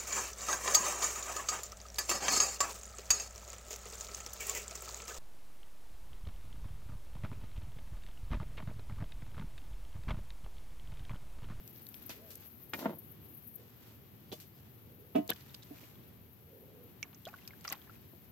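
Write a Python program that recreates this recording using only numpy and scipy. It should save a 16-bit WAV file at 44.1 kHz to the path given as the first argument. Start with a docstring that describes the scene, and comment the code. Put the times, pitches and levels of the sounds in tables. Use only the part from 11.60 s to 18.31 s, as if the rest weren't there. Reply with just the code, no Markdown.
"""In a wooden boat on a weedy marsh, green bamboo is taken from a metal basin and pushed into the water.
A thin pole is laid down and slides on the planks, a piece bumps the basin and drops into the bilge,
then stems snap and bubbles ring as another goes into the marsh; weeds rustle over a faint high hiss
and a few far bird-like notes. Solid bodies are sums of decaying modes, bubbles are gliding decaying
sines, and friction, spray, weeds and air are shaped noise."""
import sys
import numpy as np
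from scipy import signal
from scipy.fft import rfft, irfft
from scipy.io import wavfile
from scipy.ndimage import uniform_filter1d

SR = 44100
rng = np.random.default_rng(int(sys.argv[2]) if len(sys.argv) > 2 else 0)


def put_to_file(sound):
    """Save the sound as 16-bit audio at rate SR, in the file named by the first command-line argument."""
    columns = np.atleast_2d(sound).T  # one column per channel
    safe = np.clip(columns, -1, 1)
    whole_steps = np.round(safe * 32767)
    wavfile.write(sys.argv[1], SR, whole_steps.astype(np.int16))


N = 295911
TIME = np.arange(N) / SR
RING = TIME[:SR // 2]  # time axis of one event
EARS = np.array([[1], [-1]])  # left, right

# modes of the wooden hull: (frequency [Hz], level [dB], T60 [s], phase between the ears [rad],
# left minus right [dB])
HULL_MODES = [(167, -8.5, 0.23, 0.013, -7), (214.5, -7, 0.19, 0.14, -1), (272.4, 0.5, 0.049, -0.73, 2),
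              (297, -5, 0.059, 0.12, 2), (344, 3, 0.072, 0.71, -2), (472, -16, 0.15, 0.78, 13),
              (558, 3, 0.041, 0.38, -2), (654, 3, 0.05, 0.54, 1.5), (803, -13, 0.076, 1.1, 15),
              (900, 1, 0.035, 0.85, 4), (1039, -27, 0.28, -0.9, -9), (1377, -4.5, 0.043, 1.4, -1)]


def undb(db):
    """A level in decibels is 20 times the logarithm of the amplitude gain."""
    return 10 ** (np.asarray(db) / 20)


def unit(x):
    """Normalisation by the root mean square gives equal mean power."""
    return x / np.sqrt(np.mean(x ** 2))


def decay(time, t60):
    """Exponential damping: the amplitude falls by 60 dB in t60."""
    return np.exp(-np.log(1000) * time / t60)


def pan(db):
    """An interaural level difference is shared equally between the two ears."""
    return undb(EARS * db / 2)


def band(x, lo_hz, hi_hz, order=2):
    """A causal band-pass keeps one region of the spectrum."""
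    hi_hz = min(hi_hz, .47 * SR)
    lo_hz = min(lo_hz, hi_hz / 2 ** (1 / 8))
    sos = signal.butter(order, [lo_hz, hi_hz], "band", fs=SR, output="sos")
    return signal.sosfilt(sos, x)


def stereo_noise():
    """Independent white noise at the two ears, as long as one event."""
    return rng.standard_normal((2, len(RING)))


def soften(x, hz):
    """Contact time: a soft contact pushes for longer and leaves the high modes quiet."""
    return signal.sosfilt(signal.butter(1, min(hz, SR / 3), fs=SR, output="sos"), x)


def radiate(x):
    """Radiation efficiency: small bodies send out little deep bass."""
    return signal.sosfilt(signal.butter(7, 172, "high", fs=SR, output="sos"), x)


def by_frequency(points):
    """A spectrum is joined from (frequency [Hz], value) points on a logarithmic axis."""
    hz, value = np.transpose(points)
    bins_hz = np.arange(N // 2 + 1) * SR / N
    return np.interp(np.log(bins_hz + 1), np.log(hz), value)


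def walk(rate):
    """Slow random modulation: rate new levels a second, joined by straight slopes."""
    hold = int(SR / rate)
    levels = np.repeat(rng.standard_normal(N // hold + 1), hold)
    return uniform_filter1d(levels, hold)[:N]


def crackle(rate, spread_db):
    """A Poisson-like train of tiny impacts, most weak and a few strong."""
    happens = rng.random(N) < rate / SR
    size = np.minimum(rng.exponential(size=N), 4)
    sign = rng.choice([-1, 1], N)
    return happens * sign * undb(spread_db * size)


def swell(middle_s, half_s):
    """A flat-topped envelope that comes up, holds and goes down smoothly."""
    return np.exp(-.5 * ((TIME - middle_s) / half_s) ** 4)


def gesture(start_s, stop_s, attack_s, release_t60):
    """A driven-system envelope: an attack, a hold until stop_s and a free decay."""
    attack = 1 - np.exp(-np.maximum(TIME - start_s, 0) / attack_s)
    return attack * decay(np.maximum(TIME - stop_s, 0), release_t60)


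def burst(hz, t60, spread, onset_s, grain_db):
    """Damped band noise around one frequency, grainy from random gains held about 1 ms."""
    hold = SR // 1000
    grains = np.repeat(rng.standard_normal(len(RING) // hold + 1), hold)[:len(RING)]
    envelope = decay(RING, t60) * (1 - np.exp(-RING / onset_s))
    grainy = stereo_noise() * undb(grain_db * grains)
    noise = band(grainy, hz / spread, hz * spread, order=1) * envelope
    return unit(noise) * np.sqrt(np.mean(envelope ** 2))


def add(out, s, sound):
    """Linear superposition: a sound is mixed in at time s."""
    i = min(int(s * SR), N)
    out[:, i:i + sound.shape[1]] += sound[:, :N - i]


def ring(modes):
    """Modal superposition: each decaying mode has its own phase and balance at the ears."""
    out = np.zeros((2, len(RING)))
    for hz, db, t60, phase, pan_db in modes:
        tone = np.sin(2 * np.pi * hz * RING + EARS * phase / 2)
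        out += undb(db) * pan(pan_db) * decay(RING, t60) * tone
    return out


def knocks(modes, blows, crack_db, crack_db_per_octave, crack_t60, crack_lo_hz, crack_hi_hz):
    """Impact excitation rings the modes and a short noise crack, its share set by contact brightness."""
    out, body = np.zeros((2, N)), ring(modes)
    for s, db, contact_hz in blows:
        crack = unit(band(stereo_noise(), crack_lo_hz, crack_hi_hz)) * decay(RING, crack_t60)
        crack_gain = undb(crack_db + crack_db_per_octave * np.log2(contact_hz / 1000))
        add(out, s, undb(db) * soften(body + crack_gain * crack, contact_hz))
    return radiate(out)


def basin_knocks():
    """Modal ringing of the metal basin when a piece bumps it."""
    # modes of the basin: (frequency [Hz], level [dB], T60 [s], phase between the ears [rad],
    # left minus right [dB])
    modes = [(205, -15, .3, 1.4, 3), (253.5, 0, .07, -.5, 1), (295, 6.5, .085, -.5, -3),
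             (372, -11, .16, -.7, 0), (423, -2, .03, -.1, -6.5), (549, -14, .08, 1.3, -10),
             (641, 3.5, .27, -3, -5), (705, -4, .19, 1.8, 9), (917, -26, 0.3, 0, 6),
             (1057, -27, 0.33, .6, 9), (1253, -16, 0.22, -.4, 1), (1490, -20, 0.06, -.7, -3),
             (1665, -21, 0.08, 1.4, -1), (1960, -23, 0.19, 1.7, -12), (2305, -15, 0.1, 0, 4),
             (2595, -8, 0.05, -1, -3), (2885, -10, 0.13, .8, -8), (2985, -14, 0.16, -2.2, 6),
             (3288, -11, 0.08, -.4, -2), (3525, -12, 0.07, -.6, 5)]
    # blows: (time [s], level [dB], contact brightness [Hz])
    blows = [(3.5497, -40, 1166), (3.5543, -29.5, 1050), (3.5621, -31, 1410), (3.569, -32.5, 700),
             (3.5848, -29.5, 300), (3.5983, -38.5, 400), (4.1087, -42.5, 150), (4.1155, -46.5, 148)]
    return knocks(modes, blows, crack_db=-16, crack_db_per_octave=-1, crack_t60=0.12,
                  crack_lo_hz=330, crack_hi_hz=3200)


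def hull_knocks():
    """Modal ringing of the boat's planks; here a brighter contact has a stronger crack."""
    # blows: (time [s], level [dB], contact brightness [Hz])
    blows = [(0.495, -52.5, 2250), (1.137, -44.5, 300), (1.149, -41, 200), (1.165, -46, 250),
             (1.207, -48, 300), (1.189, -50.5, 2200), (1.228, -43.5, 1200), (1.249, -45, 1800),
             (1.257, -31.5, 1390), (1.2614, -33.5, 1010), (1.295, -45, 1300), (1.307, -45.5, 800),
             (1.326, -48.5, 700), (1.339, -50.5, 600), (1.371, -56, 500), (2.727, -48.5, 900),
             (3.7015, -41, 1950), (4.232, -57, 500), (6.117, -51, 1000), (6.533, -54.5, 300)]
    return knocks(HULL_MODES, blows, crack_db=-5.5, crack_db_per_octave=8.0, crack_t60=0.072,
                  crack_lo_hz=504, crack_hi_hz=2160)


def pole_knocks():
    """Short modal ringing of the thin pole as it is laid down."""
    # modes of the pole: (frequency [Hz], level [dB], T60 [s], phase between the ears [rad],
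    # left minus right [dB])
    modes = [(910, -6, 0.03, 0.35, 0), (1206, -7, 0.03, 2.6, 4), (1460, 1.5, 0.033, 1.7, 5),
             (1680, -4, .035, -1, 0), (1870, 0, 0.045, 1.3, -5), (2140, -2.5, 0.045, .7, -7),
             (2410, 1.5, 0.06, .6, -1), (2750, -4, 0.027, .7, 0), (3050, -2, 0.045, .7, 0),
             (3300, -3, 0.025, .4, 0)]
    # blows: (time [s], level [dB], contact brightness [Hz])
    blows = [(1.135, -36, 3440), (1.1385, -51, 2910), (1.143, -39, 2470)]
    return knocks(modes, blows, crack_db=0.5, crack_db_per_octave=-1.5, crack_t60=0.064,
                  crack_lo_hz=584, crack_hi_hz=3260)


def stalk_knocks():
    """Modal ringing of a green bamboo stalk when it is struck."""
    # modes of the stalk: (frequency [Hz], level [dB], T60 [s], phase between the ears [rad],
    # left minus right [dB])
    modes = [(410, -12, 0.043, -0.37, 8), (471, 3.5, 0.066, 0.81, -5), (609, -6.5, 0.094, 1, 5),
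             (735, -12, 0.13, 0.93, 9), (1150, -22, 0.15, -0.54, 2), (2170, -17, 0.11, 0, 4),
             (2980, -12, 0.11, -1.1, 4), (3314, 1, 0.06, -1.2, -8), (3445, -1.5, 0.1, -1.5, 0),
             (3910, -3.5, .05, 1, 6), (4620, -15, .06, 0, 0)]
    # blows: (time [s], level [dB], contact brightness [Hz])
    blows = [(2.7175, -47, 3000), (2.7228, -44.5, 2500), (2.7278, -42.5, 2000), (3.6925, -38.5, 2500),
             (3.6978, -54, 3990), (3.703, -50, 4500)]
    return knocks(modes, blows, crack_db=5.5, crack_db_per_octave=-4.0, crack_t60=0.076,
                  crack_lo_hz=2870, crack_hi_hz=5900)


def slide(damped_t60=0.015, grain_db=-3, dull_hz=900):
    """Stick-slip friction: the pole's weight damps the hull's ring; the scrape dulls as it slows."""
    start_s, stop_s, level_db = 1.168, 1.316, -46.5
    grain = unit(band(stereo_noise(), 550, 4700, order=1)) * decay(RING, 0.08)
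    body = ring(HULL_MODES) * decay(RING, damped_t60) + undb(grain_db) * grain
    slips = crackle(rate=670, spread_db=3.0)
    scrape = unit(radiate(signal.fftconvolve(slips[None], body, axes=1)[:, :N]))
    speed = np.interp(TIME, [start_s, stop_s], [1, 0])  # share of the first speed
    dull = undb(2.5) * soften(scrape, dull_hz)
    scrape = speed * scrape + (1 - speed) * dull
    return scrape * undb(level_db) * gesture(start_s, stop_s, attack_s=0.01, release_t60=0.15)


def bubbles(rise_s=0.0099, onset_s=0.00009, pop_db=-8, pop_t60=0.023, scatter_db=-13, scatter_t60=0.043):
    """Bubble resonance: trapped air pops and rings; big bubbles rise, small ones sag; boat and weeds scatter."""
    # bubbles: (time [s], starting pitch [Hz], level [dB], left minus right [dB])
    bubble_rows = [(3.7015, 3700, -26, 1), (3.7155, 1574, -37.5, -10), (3.716, 3060, -36, -14),
                   (3.721, 1730, -36, -4), (3.7623, 3200, -53, -11), (3.807, 2400, -65, -2),
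                   (3.8965, 3680, -50, 4), (3.9444, 2960, -48, 5), (4.0237, 3800, -49.5, -4),
                   (4.168, 2450, -56, 3), (4.185, 2510, -55, 2), (4.2377, 2480, -51, -4),
                   (4.355, 3470, -55, 4), (4.436, 3760, -58.5, -7), (5.429, 2330, -28, -4),
                   (5.4284, 5970, -31, 0), (5.546, 6080, -44, -6.5), (5.653, 3420, -41.5, 2),
                   (5.6605, 3260, -40.5, 0), (5.6688, 547.4, -38, -0.5), (5.671, 1480, -45, 4),
                   (5.681, 1180, -54, 2), (5.687, 2530, -46.5, 0), (5.739, 1120, -48, 5),
                   (5.7402, 1496, -41, 0), (5.787, 2100, -50.5, -1), (5.821, 2780, -53, 0),
                   (5.852, 3370, -52.5, 0), (5.876, 5325, -48, -14), (5.877, 2500, -46.5, 0),
                   (5.907, 2170, -46, 0), (5.935, 1670, -47.5, 2), (6.0482, 2030, -44, 2),
                   (6.051, 1420, -38, 6), (6.0786, 5240, -28.5, -6.5), (6.0783, 1200, -42, 2),
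                   (6.078, 2020, -41, 5), (6.089, 1420, -61, 0), (6.1, 6430, -33, -2),
                   (6.108, 1120, -45, 4), (6.1, 630, -64, -8), (6.126, 2060, -31.5, 6),
                   (6.127, 780, -43.5, 3), (6.139, 1070, -47, 4), (6.117, 1730, -52, 2),
                   (6.143, 2500, -51, 0), (6.153, 1520, -60, 2), (6.217, 3370, -51, 2),
                   (6.274, 1080, -63, -5), (6.296, 1400, -45, 4), (6.355, 2600, -58, 0)]
    big_hz, rise_octaves, sag_octaves = 553, 0.77, 0.14
    fade_cycles = 46  # periods until a tone has faded by 60 dB
    out = np.zeros((2, N))
    for s, hz, db, pan_db in bubble_rows:
        volume = (big_hz / hz) ** 3  # relative to the big bubble
        glide_octaves = (rise_octaves * volume - sag_octaves) * (1 - np.exp(-RING / rise_s))
        pitch = hz * 2 ** glide_octaves
        tone = np.sin(2 * np.pi * np.cumsum(pitch) / SR)
        tone = tone * decay(RING, fade_cycles / hz) * (1 - np.exp(-RING / onset_s))
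        pop = unit(band(stereo_noise(), hz / 1.1, hz * 1.143)) * decay(RING, pop_t60)
        add(out, s, undb(db) * pan(pan_db) * (tone + undb(pop_db) * pop))
    echoes = stereo_noise() * decay(RING, scatter_t60)
    echoes *= undb(scatter_db) / np.sqrt(np.sum(echoes[0] ** 2))
    return out + signal.fftconvolve(out, echoes, axes=1)[:, :N]


def splashes():
    """Damped spray noise: water slaps and sprays; the finer the spray, the sooner it is over."""
    # splashes: (time [s], level [dB], centre [Hz], left minus right [dB])
    splash_rows = [(3.691, -39, 3820, 15), (3.696, -30, 2670, -5), (3.7016, -21, 12000, 2.5),
                   (3.7163, -46.5, 2190, 5), (3.732, -41.5, 4900, -1), (3.76, -48.5, 3300, 3),
                   (3.806, -50, 5000, -3), (3.943, -37.5, 4000, -5), (4.028, -45, 4160, -2),
                   (5.652, -43, 6300, -2), (5.675, -44.5, 5030, -2), (5.687, -50, 4530, -2),
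                   (5.8758, -37, 5270, 2), (6.041, -45.5, 5360, -7), (6.047, -39.5, 2380, -1),
                   (6.073, -42, 5500, 6), (6.088, -39, 5000, 10), (6.103, -46, 2800, 6),
                   (6.114, -41, 2900, 0), (6.1234, -26, 12900, 8), (6.1247, -35, 4230, -7)]
    fade_cycles = 121  # periods until a splash has faded by 60 dB
    out = np.zeros((2, N))
    for s, db, hz, pan_db in splash_rows:
        spray = burst(hz, fade_cycles / hz, spread=1.29, onset_s=0.0019, grain_db=5.0)
        add(out, s, undb(db) * pan(pan_db) * spray)
    return out


def droplets(count=1900, centre_hz=1700, octaves=0.704, cycles=20, spread_db=6.0, attack_s=0.0014):
    """A bubble cloud: many tiny rising rings, made loud by each dip and gurgle of the water."""
    # the stalk and hand dip into the water: (time [s], level [dB])
    dips = [(5.441, -61.5), (5.529, -58), (5.665, -52.5), (5.729, -61.5), (5.889, -65), (6.047, -52),
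            (6.088, -49), (6.116, -54), (6.272, -69)]
    # stirred water gurgles on: (middle [s], half length [s], level [dB])
    gurgles = [(5.496, 0.038, -70.5), (5.82, .13, -73.5), (6.138, 0.026, -60), (6.23, 0.093, -69)]
    settle_t60 = 0.13  # s
    out = np.zeros((2, N))
    t, first_s = RING[:SR // 20], dips[0][0]
    times = rng.uniform(first_s, TIME[-1], count)
    for s, (pitch, size, side) in zip(times, rng.standard_normal((count, 3))):
        hz = centre_hz * 2 ** (octaves * np.clip(pitch, -2, 2))
        age = t * hz / cycles
        phase = 2 * np.pi * hz * t * (1 + 0.21 * age)  # rising pitch
        tone = np.sin(phase + side * EARS / 2) * decay(age, 1)
        add(out, s, undb(spread_db * np.clip(size, -2, 2)) * pan(3 * side) * tone)
    stir = sum(undb(db) * gesture(s, s, attack_s, settle_t60) for s, db in dips)
    stir = stir + sum(undb(db) * swell(s, half) for s, half, db in gurgles)
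    return out / np.sqrt(np.mean(out[:, TIME > first_s] ** 2)) * stir


def drips(count=900, octaves=0.77, cycles=10, spread_db=5):
    """Small damped oscillators: the dropped stalk trickles and fizzes in the bilge, ever fainter."""
    start_s, stop_s, centre_hz = 3.72, 4.48, 3170
    start_db, fall_db_per_s = -70, 16.5
    out, t = np.zeros((2, N)), RING[:SR // 20]
    times = rng.uniform(start_s, stop_s, count)
    for s, (pitch, size, side) in zip(times, rng.standard_normal((count, 3))):
        hz = centre_hz * 2 ** (octaves * np.clip(pitch, -2, 1.5))
        ping = np.sin(2 * np.pi * hz * t) * decay(t, cycles / hz)
        db = start_db + spread_db * min(size, 2) - fall_db_per_s * (s - start_s)
        add(out, s, undb(db) * pan(4 * side) * ping)
    return out


def handling():
    """Transient and frictional noise: dry stems flick briefly; stalks and pole scuff for longer."""
    # dry blades and stems flicking: (time [s], level [dB], centre [Hz])
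    flicks = [(0.076, -46, 6300), (0.161, -53, 5300), (0.265, -46, 4400), (.285, -47, 13000),
              (0.343, -43, 3060), (.423, -53, 1970), (0.4941, -39, 5170), (0.711, -59, 6600),
              (.753, -43, 8700), (0.833, -56.5, 3100), (1.136, -38, 5140), (3.6769, -43, 7060),
              (5.4277, -40, 4950), (6.009, -52, 5500)]
    # stalks and pole scuffing past things: (time [s], level [dB], centre [Hz])
    scuffs = [(0.497, -44.5, 2210), (0.705, -52.5, 5100), (1.14, -52.5, 4440), (1.19, -48.5, 3140),
              (2.722, -51.5, 5100), (2.8, -54, 4300), (3.556, -53.5, 2770), (4.231, -67, 2490)]
    out = np.zeros((2, N))
    for s, db, hz in flicks:
        add(out, s, undb(db) * burst(hz, t60=0.014, spread=1.27, onset_s=0.0001, grain_db=13.5))
    for s, db, hz in scuffs:
        scuff = burst(hz, t60=0.22, spread=1.85, onset_s=0.00022, grain_db=-2.0)
        add(out, s, undb(db) * pan(-0.5) * scuff)
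    return out


def rubbing():
    """Friction noise through one broad, hollow resonance, perhaps sleeve or hand; it swells unevenly."""
    # rubs as the arm moves: (middle [s], half length [s], level before the unevenness [dB])
    rubs = [(0.664, 0.13, -65.5), (2.015, 0.046, -62), (3.403, 0.13, -65), (5.07, 0.2, -61)]
    centre_hz, width_hz = 451, 115
    noise = unit(band(rng.standard_normal(N), centre_hz - width_hz / 2, centre_hz + width_hz / 2))
    motion = sum(undb(db) * swell(s, half) for s, half, db in rubs)
    return pan(-5) * noise * undb(1.3 * walk(9.9)) * motion


def weeds():
    """Granular impact noise: blades and wet leaves tick together, louder when they are disturbed."""
    # stirred weeds: (middle [s], half length [s], level before the flicker [dB])
    rustles = [(0.454, 0.4, -66), (2.15, 0.18, -71.5), (2.85, 0.24, -80), (3.984, 0.29, -67.5),
               (4.204, 0.05, -72), (6.048, 0.37, -69.5)]
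    still_db = -75.5  # before the flicker
    ticks = np.array([crackle(rate=900, spread_db=1.5) for _ in range(2)])
    motion = undb(still_db) + sum(undb(db) * swell(s, half) for s, half, db in rustles)
    flicker_db = -0.5 + 3.1 * np.clip(walk(22), -1.5, 1.5)
    return unit(band(ticks, 170, 3670, order=1)) * motion * undb(flicker_db)


def whistles():
    """Frequency modulation: faint notes, like far birds', rise to a top and fall again, wavering."""
    # notes: (middle [s], half length [s], level [dB], top pitch before the waver [Hz])
    notes = [(.648, .055, -62, 665), (2.685, .025, -81, 4970), (2.963, .036, -76, 5050),
             (3.09, .018, -81, 4970)]
    out = np.zeros(N)
    for s, half, db, top_hz in notes:
        # 12 % of the pitch is lost at half a length from the middle
        arch = np.maximum(1 - 0.12 * ((TIME - s) / half) ** 2, 0)
        pitch = top_hz * arch * (1 + 0.037 * walk(700))
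        out += undb(db) * swell(s, half) * np.sin(2 * np.pi * np.cumsum(pitch) / SR)
    return out


def hiss():
    """Amplitude-modulated high-band noise, which flickers the more the stronger it is."""
    # level of the hiss before flicker and surges: (time [s], level [dB])
    hiss_levels = [(0.0, -61), (.2, -62), (0.34, -56.5), (.58, -63), (.73, -57.5), (.88, -60.5),
                   (1.02, -59.5), (1.3, -58.5), (1.62, -63.5), (1.74, -58.5), (1.93, -59.5), (2.0, -66.5),
                   (6.71, -65.5)]
    # brief surges and dips: (middle [s], gain [dB])
    surges = [(.12, -11), (.408, -6), (0.425, 8), (0.448, -7), (0.466, 10.5), (.485, -2), (.79, -9),
              (0.808, 4), (1.08, -5), (1.1, 8), (1.367, -8), (1.39, 8.5), (1.52, 6.5), (1.96, 13.5)]
    # (frequency [Hz], relative level [dB])
    colour = [(7000, -61), (10000, -6.5), (11300, -8.0), (12200, 0.0), (13200, -8.5), (15500, 0.5)]
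    noise = irfft(rfft(rng.standard_normal((2, N))) * undb(by_frequency(colour)), N)
    strength = undb(np.interp(TIME, *np.transpose(hiss_levels)))
    flicker_db = -0.5 + 4.8 * walk(70) * strength / strength.max()
    surge_db = sum(db * swell(s, half_s=0.0046) for s, db in surges)
    return unit(noise) * strength * undb(flicker_db + surge_db)


def wander(spectrum, rate, depth_db):
    """Band-wise modulation: each octave drifts in level on its own, the higher ones less."""
    bins_hz = np.arange(N // 2 + 1) * SR / N
    octave = np.clip(np.log2(bins_hz / 60 + 1e-9), 0, 5)
    out = 0
    for k in range(6):
        weight = np.maximum(1 - np.abs(octave - k), 0)
        out = out + irfft(spectrum * weight, N) * undb(depth_db * walk(rate) / (1 + k / 2))
    return out


def air():
    """Partly coherent noise: low outdoor rumble, and the boom of the boat's hollow."""
    # the open air: (frequency [Hz], relative level per Hz [dB])
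    air_colour = [(15, -45), (25, -28), (48, -22), (72, -8.5), (97, -3.5), (168, -9), (240, -10),
                  (299, -14), (380, -14), (560, -23), (1530, -31), (3000, -31.5), (5000, -39), (10000, -45),
                  (13000, -69), (22000, -120)]
    # likeness of the two ears: (frequency [Hz], correlation [0-1])
    likeness = [(60, 0.47), (150, 0.75), (400, 0.49), (800, 0.14), (4000, 0)]
    mid, side = rfft(rng.standard_normal((2, N)))
    alike = by_frequency(likeness)
    ears = mid * np.sqrt(1 + alike) + EARS * side * np.sqrt(1 - alike)
    rumble = unit(wander(ears * undb(by_frequency(air_colour)), rate=6, depth_db=1.0))
    rumble = rumble * undb(-57.93 + 1.4 * walk(5.1))
    boom = unit(band(rng.standard_normal(N), 87.4, 130.0)) * undb(-64) * swell(middle_s=3, half_s=1.7)
    return rumble + boom


def scene():
    """Superposition of wood, metal and water over the marsh air."""
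    solids = basin_knocks() + hull_knocks() + pole_knocks() + stalk_knocks() + slide()
    water = bubbles() + splashes() + droplets() + drips()
    touches = handling() + rubbing()
    return solids + water + touches + weeds() + whistles() + hiss() + air()


def record(dry):
    """Port resonance lifts the left microphone's high treble; deep bass and the top are cut."""
    left = dry[0] + undb(14.5) * band(dry[0], 11690, 14610)
    ears = np.array([left, dry[1]])
    ears = signal.sosfilt(signal.butter(1, 30, "high", fs=SR, output="sos"), ears)
    return signal.sosfilt(signal.ellip(10, .2, 70, 15800, fs=SR, output="sos"), ears)


dry = scene()
out = record(dry)
put_to_file(out)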